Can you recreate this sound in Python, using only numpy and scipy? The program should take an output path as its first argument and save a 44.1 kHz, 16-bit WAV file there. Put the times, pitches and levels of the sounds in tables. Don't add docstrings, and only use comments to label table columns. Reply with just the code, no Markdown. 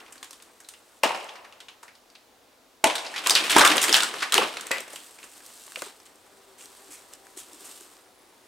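import sys
import numpy as np
from scipy import signal
from scipy.fft import rfft, irfft, next_fast_len
from scipy.io import wavfile
from scipy.ndimage import uniform_filter1d, map_coordinates

SR = 44100
rng = np.random.default_rng(int(sys.argv[2]) if len(sys.argv) > 2 else 0)


def ratio(d):
    e = np.asarray(d, float) / 20
    return 10 ** e


def file_out(sig):
    cols = np.atleast_2d(sig).T
    lim = np.clip(cols, -1, 1)
    pcm = np.round(lim * 32767).astype(np.int16)
    wavfile.write(sys.argv[1], SR, pcm)


N = 373527
TIME = np.arange(N) / SR

# f/Hz, level/dB
AIR_SPECTRUM = [(15, -48.5), (25, -13.5), (123, -12.5), (152, -18), (255, -5), (414, -6.5), (473, -2.5),
                (572, -6), (672, -4.5), (1820, -13), (3220, -15), (3490, -13.5), (5670, -17),
                (15800, -25.5)]

# t/s, effort/dB
BOOT_EFFORT = [(4.9, -48.5), (5.19, -55), (5.43, -52), (5.78, -49), (6.0, -62), (6.57, -64), (6.78, -55.5),
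               (7.0, -56.5), (7.19, -62), (7.4, -60), (7.72, -46), (7.97, -59.5), (8.15, -70), (8.47, -65)]
# t/s, peak level/dB, edge level/dB, t60/s, snap f/Hz
FOOTFALLS = [(5.765, -30.5, 5, 0.23, 3000), (5.826, -31, -1.5, 0.23, 3470), (6.053, -37.5, 5, 0.059, 3040),
             (6.575, -35, 6.5, 0.38, 3020), (6.635, -44, 13, 0.14, 3040), (6.9, -33, 8, 0.26, 2460),
             (7.122, -39.5, 5, 0.1, 2980), (7.365, -26.5, 8.5, 0.23, 3320), (7.64, -33, 14, 0.14, 2950)]
# t/s, peak level/dB, t60/s, main mode f/Hz
HEEL_THUMPS = [(6.645, -46.5, 0.065, 380), (6.89, -46, 0.22, 325), (7.37, -39.5, 0.059, 354),
               (7.53, -45.5, 0.3, 298), (7.61, -47.5, 0.17, 333), (7.81, -41, .04, 356)]

# t/s, peak level/dB, edge level/dB, snap f/Hz
BARK_SNAPS = [(0.0014, -37, -22, 2860), (0.6454, -41, -21, 4060), (0.0618, -40, -26.5, 2650),
              (0.1226, -32, 9, 2720), (0.08, -42, -20, 2600), (0.155, -38, -11, 1760),
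              (0.178, -37, -2, 4600), (0.399, -42, -15, 2800), (0.2282, -28, 0, 3480),
              (0.243, -34, 3, 3300), (0.3075, -30.5, 5, 5760), (0.3288, -33.5, -0.5, 3440),
              (0.4224, -34.5, 6, 3780), (0.6025, -34.5, 4, 1660), (0.687, -27.5, 6, 3720),
              (0.737, -37, -9, 3000)]
# t/s, peak level/dB, edge level/dB, snap f/Hz
CHIP_SNAPS = [(1.1462, -22, -38, 2900), (1.1614, -31, -35, 2100), (1.2, -32, -26, 2800),
              (1.289, -28.5, -33, 3270), (1.354, -34.5, -31, 1760), (1.4446, -35.5, -35, 1850),
              (1.5229, -36, -24, 2690), (1.6024, -32, -9, 3230), (1.6841, -29, -28, 3020),
              (1.8284, -33, -3, 1390), (1.8791, -37.5, -23, 2160), (1.9515, -40, -9, 4550),
              (2.0994, -43.5, -3, 4700), (2.151, -37, -31, 3160)]
# t/s, peak level/dB, edge level/dB, snap f/Hz
SPLIT_SNAPS = [(2.898, -15, -19.5, 2680), (2.9527, -14.5, -7.5, 3670), (2.9795, -19, -13.5, 3670),
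               (3.0456, -26, -41, 2650), (3.0637, -24, -35.5, 4500), (3.1382, -23.5, -48, 1930),
               (3.1597, -18.5, -32, 2550), (3.1787, -18.5, -16, 3670), (3.2595, -12, -14, 2740),
               (3.358, -8, -18, 2950), (3.401, -17.5, -20, 3500), (3.437, -20, -27, 2500)]
# t/s, peak level/dB, edge level/dB, snap f/Hz
CRASH_SNAPS = [(3.496, -11, -6, 3450), (3.5043, -11, -3, 2840), (3.5165, -9, 5, 3600),
               (3.51, -12, -16, 3100), (3.525, -12, -15, 3000), (3.55, -19, -21, 3000),
               (3.5637, -4.5, -5, 1590), (3.582, -3, -1, 2580), (3.5923, -3, -7, 3340),
               (3.613, -3, -34, 1530), (3.6324, -29, -30, 1455), (3.6486, 0, -5, 2670),
               (3.658, -6, -7, 1350), (3.674, -6, -2, 3530), (3.6999, -9, -23, 3000),
               (3.7155, -5, -25, 2300), (3.768, -10.5, 5, 7840), (3.8153, -13, 16, 4640),
               (3.8257, -9, 14, 1780), (3.8379, -9.5, 1, 1820), (3.881, -10, -6, 2510),
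               (3.8924, -8, -4, 3160), (3.917, -18, -10, 2800), (3.956, -6, -6, 2720),
               (3.9647, -7, -1, 1570), (3.972, -18, -1, 3800), (3.98, -12.5, -15, 1620),
               (4.0248, -16.5, -22, 1470), (4.0325, -13, -9, 4600), (4.0426, -19, -15, 2950)]
# t/s, peak level/dB, edge level/dB, snap f/Hz
BOUNCE_SNAPS = [(4.139, -20.5, -30.5, 1510), (4.206, -23.5, -21, 3070), (4.22, -16, -20, 1700),
                (4.227, -13.5, -14, 2200), (4.236, -21, -20, 2300), (4.334, -15, -16, 1500),
                (4.3504, -9, -15, 1730), (4.359, -17, -15, 2400), (4.3686, -17, -10.5, 3080),
                (4.435, -22.5, -42.5, 2740), (4.569, -17.5, -11.5, 2760), (4.595, -28, -18, 1600),
                (4.6088, -23.5, 3, 3650), (4.6673, -23.5, 5.5, 2540), (4.708, -19.5, -28.5, 1450),
                (4.78, -21.5, -5.5, 2920), (4.803, -24.5, 12, 2540), (4.8772, -32.5, 3.5, 2030),
                (4.9314, -28.5, 4, 2110), (4.9583, -23.5, 2, 2880), (5.1856, -35, -11, 2550),
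                (5.2288, -33, -11.5, 2700), (5.2395, -34, 4, 1660)]
# t/s, peak level/dB, edge level/dB, snap f/Hz
TWIG_SNAPS = [
    (5.4042, -40, -16, 1720),
    (5.462, -31.5, 13.5, 5500),
    (5.678, -39, -15.5, 3000),
    (5.7912, -31, -3, 4500),
    (5.8614, -34, 10, 2850),
    (6.0004, -39, -8, 5900),
]
# t/s, peak level/dB, edge level/dB, snap f/Hz
STALK_TICKS = [(1.1614, -32, 6, 6500), (1.1745, -32, 7, 6500), (1.186, -38, 6, 6580), (1.23, -39, 0, 4500),
               (1.244, -32, 2, 6500), (1.28, -42, 3, 6500), (1.339, -42, 3, 6000), (5.655, -40, 5, 5500),
               (6.157, -42, 3, 6000), (6.6086, -36, -1.5, 2800), (6.624, -35, 8, 5000),
               (6.6574, -31, 3.5, 5030), (6.75, -37, 4, 4000), (7.1357, -28.5, 14, 5560),
               (7.2682, -37.5, -2, 1750), (7.5326, -31.5, 10, 5300), (7.7139, -32.5, 13.5, 5120),
               (7.8092, -30.5, 9, 1540), (7.9683, -40, -8.5, 5230)]
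# t/s, peak level/dB, edge level/dB, t60/s, snap f/Hz
CLEAN_BREAKS = [(3.2712, -4.5, 3, 0.017, 4300), (3.2965, -1.5, -1.5, 0.023, 3650),
                (3.3062, -2, -2.5, 0.051, 4840), (3.3522, -2, -8, 0.027, 4600),
                (3.609, -6.5, -5.5, 0.016, 1910), (3.7805, -4, -21, 0.03, 2900),
                (3.9272, -0.5, -13, 0.031, 5370), (3.9365, -5.5, -2, 0.013, 3400),
                (3.9422, 1.5, -10, 0.024, 3400), (3.9498, -5, -13.5, 0.03, 3040),
                (4.0045, -7, -16, 0.026, 3600), (4.3225, -7.5, -2.5, 0.042, 3300),
                (4.342, -2, 0, 0.011, 3150), (4.3795, -2, -11, 0.029, 2930),
                (4.7145, -8.5, -0.5, 0.019, 1870), (0.2295, -27.5, -8, .012, 3600),
                (7.364, -41, 5, .02, 3000), (4.7705, -21, -13.5, .015, 3000), (5.7205, -30, -1, .015, 2000),
                (5.7588, -17, -24, 0.029, 2800), (5.82, -17.5, -3, 0.032, 1700),
                (7.136, -40.5, -20, 0.05, 5400), (4.0232, -12.5, -4.5, 0.011, 7800),
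                (4.0335, -9, -13, 0.015, 7950), (4.0435, -18, -3, 0.013, 7900),
                (4.158, -30.5, 10, .03, 8490), (4.421, -15.5, -40, .06, 2700),
                (4.432, -14.5, -40, 0.035, 2800), (3.533, -11, -13.5, .015, 2500),
                (3.61, -6.5, -12.5, .02, 4500), (4.784, -26.5, -17, .015, 3030),
                (5.0035, -33, -1, .012, 3500)]
# t/s, peak level/dB, main mode f/Hz
LOG_KNOCKS = [(3.263, -16.5, 1170), (3.305, -18, 905), (3.57, -17, 382), (3.567, -11, 900),
              (3.58, -10.5, 1150), (3.607, -10.5, 885), (3.632, -10.5, 1240), (3.649, -7, 1220),
              (3.7, -18, 303), (3.885, -21, 372), (3.901, -24, 400), (3.964, -19, 895), (4.14, -31, 543),
              (4.33, -18.5, 1300), (4.353, -21, 364), (4.382, -19.5, 465), (4.426, -21, 382),
              (4.445, -36, 523)]
# t/s, peak level/dB, main mode f/Hz
STICK_KNOCKS = [(0.227, -34, 1140), (1.105, -18.5, 890), (1.146, -22, 710), (1.832, -36.5, 890),
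                (3.5632, -1, 870), (4.3805, -9.5, 850), (4.4165, -14, 1150), (4.422, -21, 810),
                (4.57, -32, 486), (4.7078, -19.5, 566), (4.733, -44, 1140), (4.783, -33, 540),
                (4.805, -31, 530), (4.877, -40, 610), (4.935, -34.5, 620), (5.238, -38.5, 400),
                (5.676, -40, 840), (5.77, -34.5, 520), (5.8205, -26.5, 600), (5.825, -28, 513),
                (5.865, -38, 423), (4.226, -18.5, 1100), (4.413, -17, 1500)]
# t/s, level/dB
TEARING_STRAIN = [
    (2.88, -52),
    (3.06, -56.5),
    (3.26, -38.5),
    (3.45, -34.5),
    (3.58, -26),
    (3.9, -32.5),
    (4.12, -41.5),
    (4.41, -42),
    (4.95, -53),
]
# f/Hz, level/dB, t60/s
LIMB_MODES = [(541, -10, 0.25), (1160, -10, 0.2), (1410, -17, .1), (1900, -3, .1), (1990, 0, 0.22),
              (2560, -2, 0.14), (2900, -6, 0.07), (3200, -10, .1), (4000, -8, 0.06), (4600, -5, 0.05)]

# t/s, peak level/dB, edge level/dB, t60/s, snap f/Hz
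AXE_BITES = [(1.031, -34, -15, .03, 1500), (1.0344, -5.5, -8, 0.06, 2660), (1.0425, -14, -22, .03, 2750),
             (1.047, -11.5, -14, .05, 2700), (1.062, -23, -20, .06, 2300), (1.075, -19, -22, .1, 2800),
             (1.092, -20, -27, 0.09, 2200), (1.118, -25, -22, .1, 2600), (2.8413, -4, -5, 0.03, 2590),
             (2.8424, -1.5, -2, 0.022, 2700), (2.848, -12.5, -4, 0.068, 2870),
             (2.871, -13.5, -10.5, 0.047, 3300)]
# t/s, peak level/dB
AXE_BLOWS = [
    (1.0355, -5.5),
    (2.8398, -5),
]
# f/Hz, level/dB, t60/s
WHOLE_TRUNK_MODES = [(595, 2.5, 0.042), (671, -6, 0.14), (885, 3, 0.048), (996, -2, 0.06),
                     (1260, -11.5, 0.051), (1700, -9, 0.07), (2050, -7, 0.042), (2800, -13, 0.055)]
# f/Hz, level/dB, t60/s
CUT_TRUNK_MODES = [(560, -8, .07), (662, -1, 0.1), (870, 3, 0.07), (1080, -2, 0.045)]

# t/s, peak level/dB
LOW_THUMPS = [
    (2.842, -31),
    (3.307, -38),
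    (3.565, -25.5),
    (3.6, -32),
    (3.943, -39),
    (4.343, -41),
]

# t/s, wingbeat f/Hz, level/dB
FLY_PATH = [
    (5.9, 196, -75),
    (6.3, 194.4, -63),
    (6.8, 196, -65.5),
    (7.5, 191.9, -63),
    (8, 188, -69),
    (8.47, 188.5, -66.5),
]
# multiple of the wingbeat, level/dB
WING_HARMONICS = [(2, 0), (3, -9), (4, -3), (5, -3.5), (6, -10)]

# f/Hz, level in 1 Hz/dB
KNOCK_SPECTRUM = [(20, -44), (60, -41), (150, -25), (300, -6.5), (700, -10.5), (1200, -7.5), (2200, -14),
                  (5000, -46)]
# f/Hz, level in 1 Hz/dB
SNAP_SPECTRUM = [(400, -21.5), (1200, 0), (2500, -4), (4500, -4.5), (6500, -9), (12000, -19)]
# f/Hz, level in 1 Hz/dB
EDGE_SPECTRUM = [(2500, -38), (5500, -10), (8200, -2), (11000, -12), (15500, -20)]
# f/Hz, level in 1 Hz/dB
SPLINTER_SPECTRUM = [(710, -37), (1200, -13.5), (2340, -6), (3340, -4.5), (4330, -11.5), (5320, -12),
                     (6450, -16.5), (8640, -14), (15800, -32.5)]
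# f/Hz, level in 1 Hz/dB
LEAF_SPECTRUM = [(710, -32), (1200, -15), (2420, -13), (2610, -6.5), (4930, -7), (6320, -7.5), (8360, -2),
                 (10900, -11.5), (12300, -10.5), (15800, -20)]

# f/Hz, t60/s
FOREST_DECAY = [(150, 0.91), (400, 1.25), (1000, 1.29), (2800, 1.02), (7000, 1), (14000, 0.97)]
# f/Hz, correlation
STEREO_LIKENESS = [(30, 0.59), (130, 0.59), (400, 0.81), (1400, 0.53), (4000, 0.62), (8000, 0.84),
                   (15000, 1)]
# f/Hz, level/dB
STEREO_LEAN = [(100, -0.5), (250, 3.5), (700, 1), (2400, 0)]


def unit(x):
    return x / np.sqrt(np.mean(x ** 2, axis=-1, keepdims=True) + 1e-20)


def along(points, hz):
    f, v = np.transpose(points)
    return np.interp(np.log(hz + 1), np.log(f + 1), v)


def curves(rows):
    s, *columns = np.transpose(rows)
    return [np.interp(TIME, s, column, -120, -120) for column in columns]


def wobble(rate):
    knots = rng.standard_normal(int(N * rate / SR) + 4)
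    return map_coordinates(knots, [np.arange(N) * rate / SR])


def filtered(x, response):
    n = x.shape[-1]
    size = next_fast_len(n + 4096)
    return irfft(rfft(x, size) * response(np.fft.rfftfreq(size, 1 / SR)), size)[..., :n]


def coloured(x, spectrum):
    closed = spectrum + [(spectrum[-1][0] * 1.2, -120)]
    return unit(filtered(x, lambda hz: ratio(along(closed, hz))))


def resonance(hz, centre_hz, width_hz):
    damping = 1j * hz * width_hz
    return damping / (centre_hz ** 2 - hz ** 2 + damping)


def rung(x, modes):
    y = filtered(x, modes)
    return y * np.linalg.norm(x) / np.linalg.norm(y)


def place(rows, shape):
    out = np.zeros((2, N + SR))
    t = np.arange(SR // 5) / SR
    for s, db, *rest in rows:
        sound = shape(t, rng.standard_normal((3, 2, len(t))), *rest)
        peak = np.abs(sound[0]).max()
        out[:, round(s * SR):][:, :len(t)] += ratio(db - 0.5) * sound / peak
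    return out[:, :N]


def snaps(rows, rise, ring, crack, uneven_db=2.2, plain=.3, click=0):
    def snap(t, noise, edge_db, t60, snap_hz):
        fibres = ratio(uneven_db * unit(uniform_filter1d(noise[2, 0], size=90)))
        burst = 1 + crack * np.exp(-t / .002)
        start = -np.expm1(-t / (rise * t60)) * fibres * burst
        tear = coloured(noise[0], SNAP_SPECTRUM) * ratio(-60 * t / t60) * start

        def piece(hz):
            broad = .6 * resonance(hz, snap_hz, .35 * snap_hz)
            narrow = ring * resonance(hz, snap_hz, .03 * snap_hz)
            return plain + broad + narrow

        edge = coloured(noise[1], EDGE_SPECTRUM) * ratio(edge_db - 60 * t / (.8 * t60)) * start
        jerk = ratio(-60 * t / (.2 * t60)) * np.cos(2 * np.pi * snap_hz * t)
        parting = click * np.array([[1], [.3]]) * jerk
        return rung(tear, piece) + edge + parting
    return place(rows, snap)


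def knocks(rows, body):
    def knock(t, noise, t60, main_hz):
        attack = -np.expm1(-t / .001) * (1 + np.exp(-t / .004))
        blow = coloured(noise[0], KNOCK_SPECTRUM) * ratio(-60 * t / t60) * attack
        return rung(blow, lambda hz: body + 2.3 * resonance(hz, main_hz, 0.21 * main_hz))
    return place(rows, knock)


def struck_modes(modes, t, noise):
    total = 0
    for k, (hz, db, t60) in enumerate(modes):
        level = ratio(db + 0.58 * noise[2, :, k, None] - 60 * t / t60)
        total = total + level * np.sin(2 * np.pi * hz * t + .5 * noise[1, :, k, None])
    return total


def crackle(body_db, bright_db, bright, rate, spread_db, wash, clump_db):
    sizes = ratio(spread_db * np.minimum(rng.exponential(size=N), 3))
    hits = (rng.random(N) < rate / SR) * sizes
    life = np.exp(-np.arange(SR // 100) / SR / .0014)
    grains = unit(signal.fftconvolve(hits, life)[:N])
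    env = ratio(clump_db * wobble(45)) * (wash + grains)
    fine = coloured(env * rng.standard_normal((2, N)), bright)
    dull_env = np.sqrt(env) * ratio(2.5 * wobble(30))
    dull = coloured(dull_env * rng.standard_normal((2, N)), KNOCK_SPECTRUM)
    return ratio(bright_db + 1.0) * fine + ratio(body_db - 2.5) * dull


def air():
    level_db = -58 + 0.14 * wobble(3.93) + 0.58 * wobble(1.34)
    return ratio(level_db) * coloured(rng.standard_normal((2, N)), AIR_SPECTRUM)


def earlier_blow_tail():
    weight_db = -48.5 + 17.5 * np.expm1(-TIME / 0.44)
    return (TIME < 1) * crackle(weight_db, -65, LEAF_SPECTRUM, rate=400, spread_db=3, wash=2, clump_db=1)


def boots():
    effort_db, = curves(BOOT_EFFORT)
    weight_db = -52.5 + 0.36 * (effort_db + 42.0)
    weight_db = np.where(effort_db > -99, weight_db, -120)
    walk = crackle(weight_db, effort_db, LEAF_SPECTRUM, rate=900, spread_db=3.3, wash=1.3, clump_db=1.2)
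    footfalls = snaps(FOOTFALLS, rise=.2, ring=0, crack=0)
    return earlier_blow_tail() + walk + footfalls + knocks(HEEL_THUMPS, body=.03)


def breaking_pieces():
    stages = [(BARK_SNAPS, 0.048), (CHIP_SNAPS, 0.054), (SPLIT_SNAPS, 0.071), (CRASH_SNAPS, 0.043),
              (BOUNCE_SNAPS, 0.04), (TWIG_SNAPS, 0.041), (STALK_TICKS, .009)]
    pieces = []
    for rows, t60 in stages:
        pieces += [(s, db, edge_db, t60 * (3000 / hz) ** 0.37, hz) for s, db, edge_db, hz in rows]
    return snaps(pieces, rise=0.025, ring=0.74, crack=0.47)


def clean_breaks():
    return snaps(CLEAN_BREAKS, rise=0.01, ring=0.92, crack=0.76, uneven_db=0.7, plain=0.23, click=2.3)


def knocking_logs():
    rows = [(s, db, 0.15, hz) for s, db, hz in LOG_KNOCKS]
    rows += [(s, db, 0.028, hz) for s, db, hz in STICK_KNOCKS]
    return knocks(rows, body=.3)


def tearing_fibres():
    strain_db, = curves(TEARING_STRAIN)
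    body_db = 0.5 - 42.0 + 1.13 * (strain_db + 42.0)
    return crackle(body_db, strain_db, SPLINTER_SPECTRUM, rate=500, spread_db=3.2, wash=.4, clump_db=2.2)


def landing_limb():
    def limb(t, noise):
        return struck_modes(LIMB_MODES, t, noise) * -np.expm1(-t / .001)
    return place([(4.714, -14)], limb)


def falling_tree():
    return breaking_pieces() + knocking_logs() + tearing_fibres() + landing_limb() + clean_breaks()


def axe_blows():
    sink_s, thud_db, thud_t60 = 0.0012, -2.5, 0.04
    jolt_s, jolt_db, jolt_hz, jolt_width_s = 0.0242, -11, 295, 0.0037

    def blow(t, noise, modes):
        thud = ratio(thud_db - 60 * t / thud_t60) * coloured(noise[0], KNOCK_SPECTRUM)
        swell = np.exp(-((t - jolt_s) / jolt_width_s) ** 2)
        jolt = ratio(jolt_db) * swell * np.sin(2 * np.pi * jolt_hz * t)
        return (struck_modes(modes, t, noise) + thud) * -np.expm1(-t / sink_s) + jolt

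    trunks = [WHOLE_TRUNK_MODES, CUT_TRUNK_MODES]
    return place([(*row, modes) for row, modes in zip(AXE_BLOWS, trunks)], blow)


def axe():
    bites = snaps(AXE_BITES, rise=0.0035, ring=0.475, crack=0.85, plain=0.38, click=2.7)
    return bites + axe_blows()


def low_thumps():
    return place(LOW_THUMPS, lambda t, noise: np.exp(-(t / 0.00097 - 2) ** 2) * [[1], [0]])


def fly():
    hz, db = curves(FLY_PATH)
    phase = 2 * np.pi * np.cumsum(hz * (1 + .012 * wobble(25))) / SR
    drone = 0
    for k, level in WING_HARMONICS:
        loudness = ratio(db + level + 2.5 * wobble(7)) * (.8 + .6 * wobble(30))
        drone = drone + loudness * np.sin(k * phase)
    return drone


def ticking_insect():
    pulses = .3 + np.sin(np.pi * 24 * TIME + wobble(9)) ** 2
    beat = pulses * ratio(2 * wobble(20)) * (TIME > 8.02)
    rasp = [(9300, -39.5), (9900, -1.0), (10400, -19.0), (10900, -3.5), (11500, -37.5)]  # f/Hz, level/dB
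    return ratio(-71) * beat * coloured(rng.standard_normal(N), rasp)


def forest(x, early_db, late_db, size, top_hz):
    hz, _, z = signal.stft(x, SR, nperseg=512, noverlap=448)
    t = np.arange(SR // 64) * 64 / SR
    t60 = along(FOREST_DECAY, hz)[:, None]
    late = ratio(late_db - 60 * t / t60) ** 2
    early = ratio(early_db - 60 * t / (.22 * t60)) ** 2
    linger = (late + early) * (t > .006)
    lumps = ratio(4 * rng.standard_normal(len(t)))
    energy = uniform_filter1d(np.abs(z) ** 2, size=size, axis=0)
    held = signal.fftconvolve(energy, linger * lumps / 20, axes=1)[:, :z.shape[1]]
    fresh = signal.stft(rng.standard_normal((2, N)), SR, nperseg=512, noverlap=448)[2]
    tail = np.sqrt(np.abs(held)) * fresh / np.abs(fresh).mean()
    wet = signal.istft(tail, SR, nperseg=512, noverlap=448)[1][:, :N]

    def scatter(hz):
        low_cut = 1 / (1 + (190 / (hz + 1)) ** 4)
        return low_cut / np.hypot(1, hz / top_hz)
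    return filtered(wet, scatter)


def microphone_pair(pair):
    def blend(hz):
        angle = np.arccos(np.clip(along(STEREO_LIKENESS, hz), -1, 1)) / 2
        return np.array([np.cos(angle), np.sin(angle)])

    mid, side = filtered(pair, blend)
    left_right = np.array([mid + side, mid - side])
    return filtered(left_right, lambda hz: ratio(along(STEREO_LEAN, hz) * [[.5], [-.5]]))


def scene():
    litter, wood, chops = boots(), falling_tree(), axe()
    direct = [[1], [.6]] * (chops + wood + litter)
    wood_out = wood[0] * ratio(-6 * (TIME > 5.3))
    axe_tail = forest(chops[0], early_db=-3.0, late_db=-14.5, size=4, top_hz=8990)
    wood_tail = forest(wood_out, early_db=-2.5, late_db=-22.0, size=11, top_hz=20000)
    insects = [[1], [.3]] * (fly() + ticking_insect())
    return microphone_pair(direct + axe_tail + wood_tail + insects + air() + low_thumps())


def low_pass(x):
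    return signal.sosfilt(signal.butter(12, 16820, fs=SR, output="sos"), x)


def record(dry):
    limited = dry / (1 + np.abs(dry / .95) ** 5) ** (1 / 5)
    mix = filtered(limited, lambda hz: hz < 15900)
    return low_pass(mix)


dry = scene()
out = record(dry)
file_out(out)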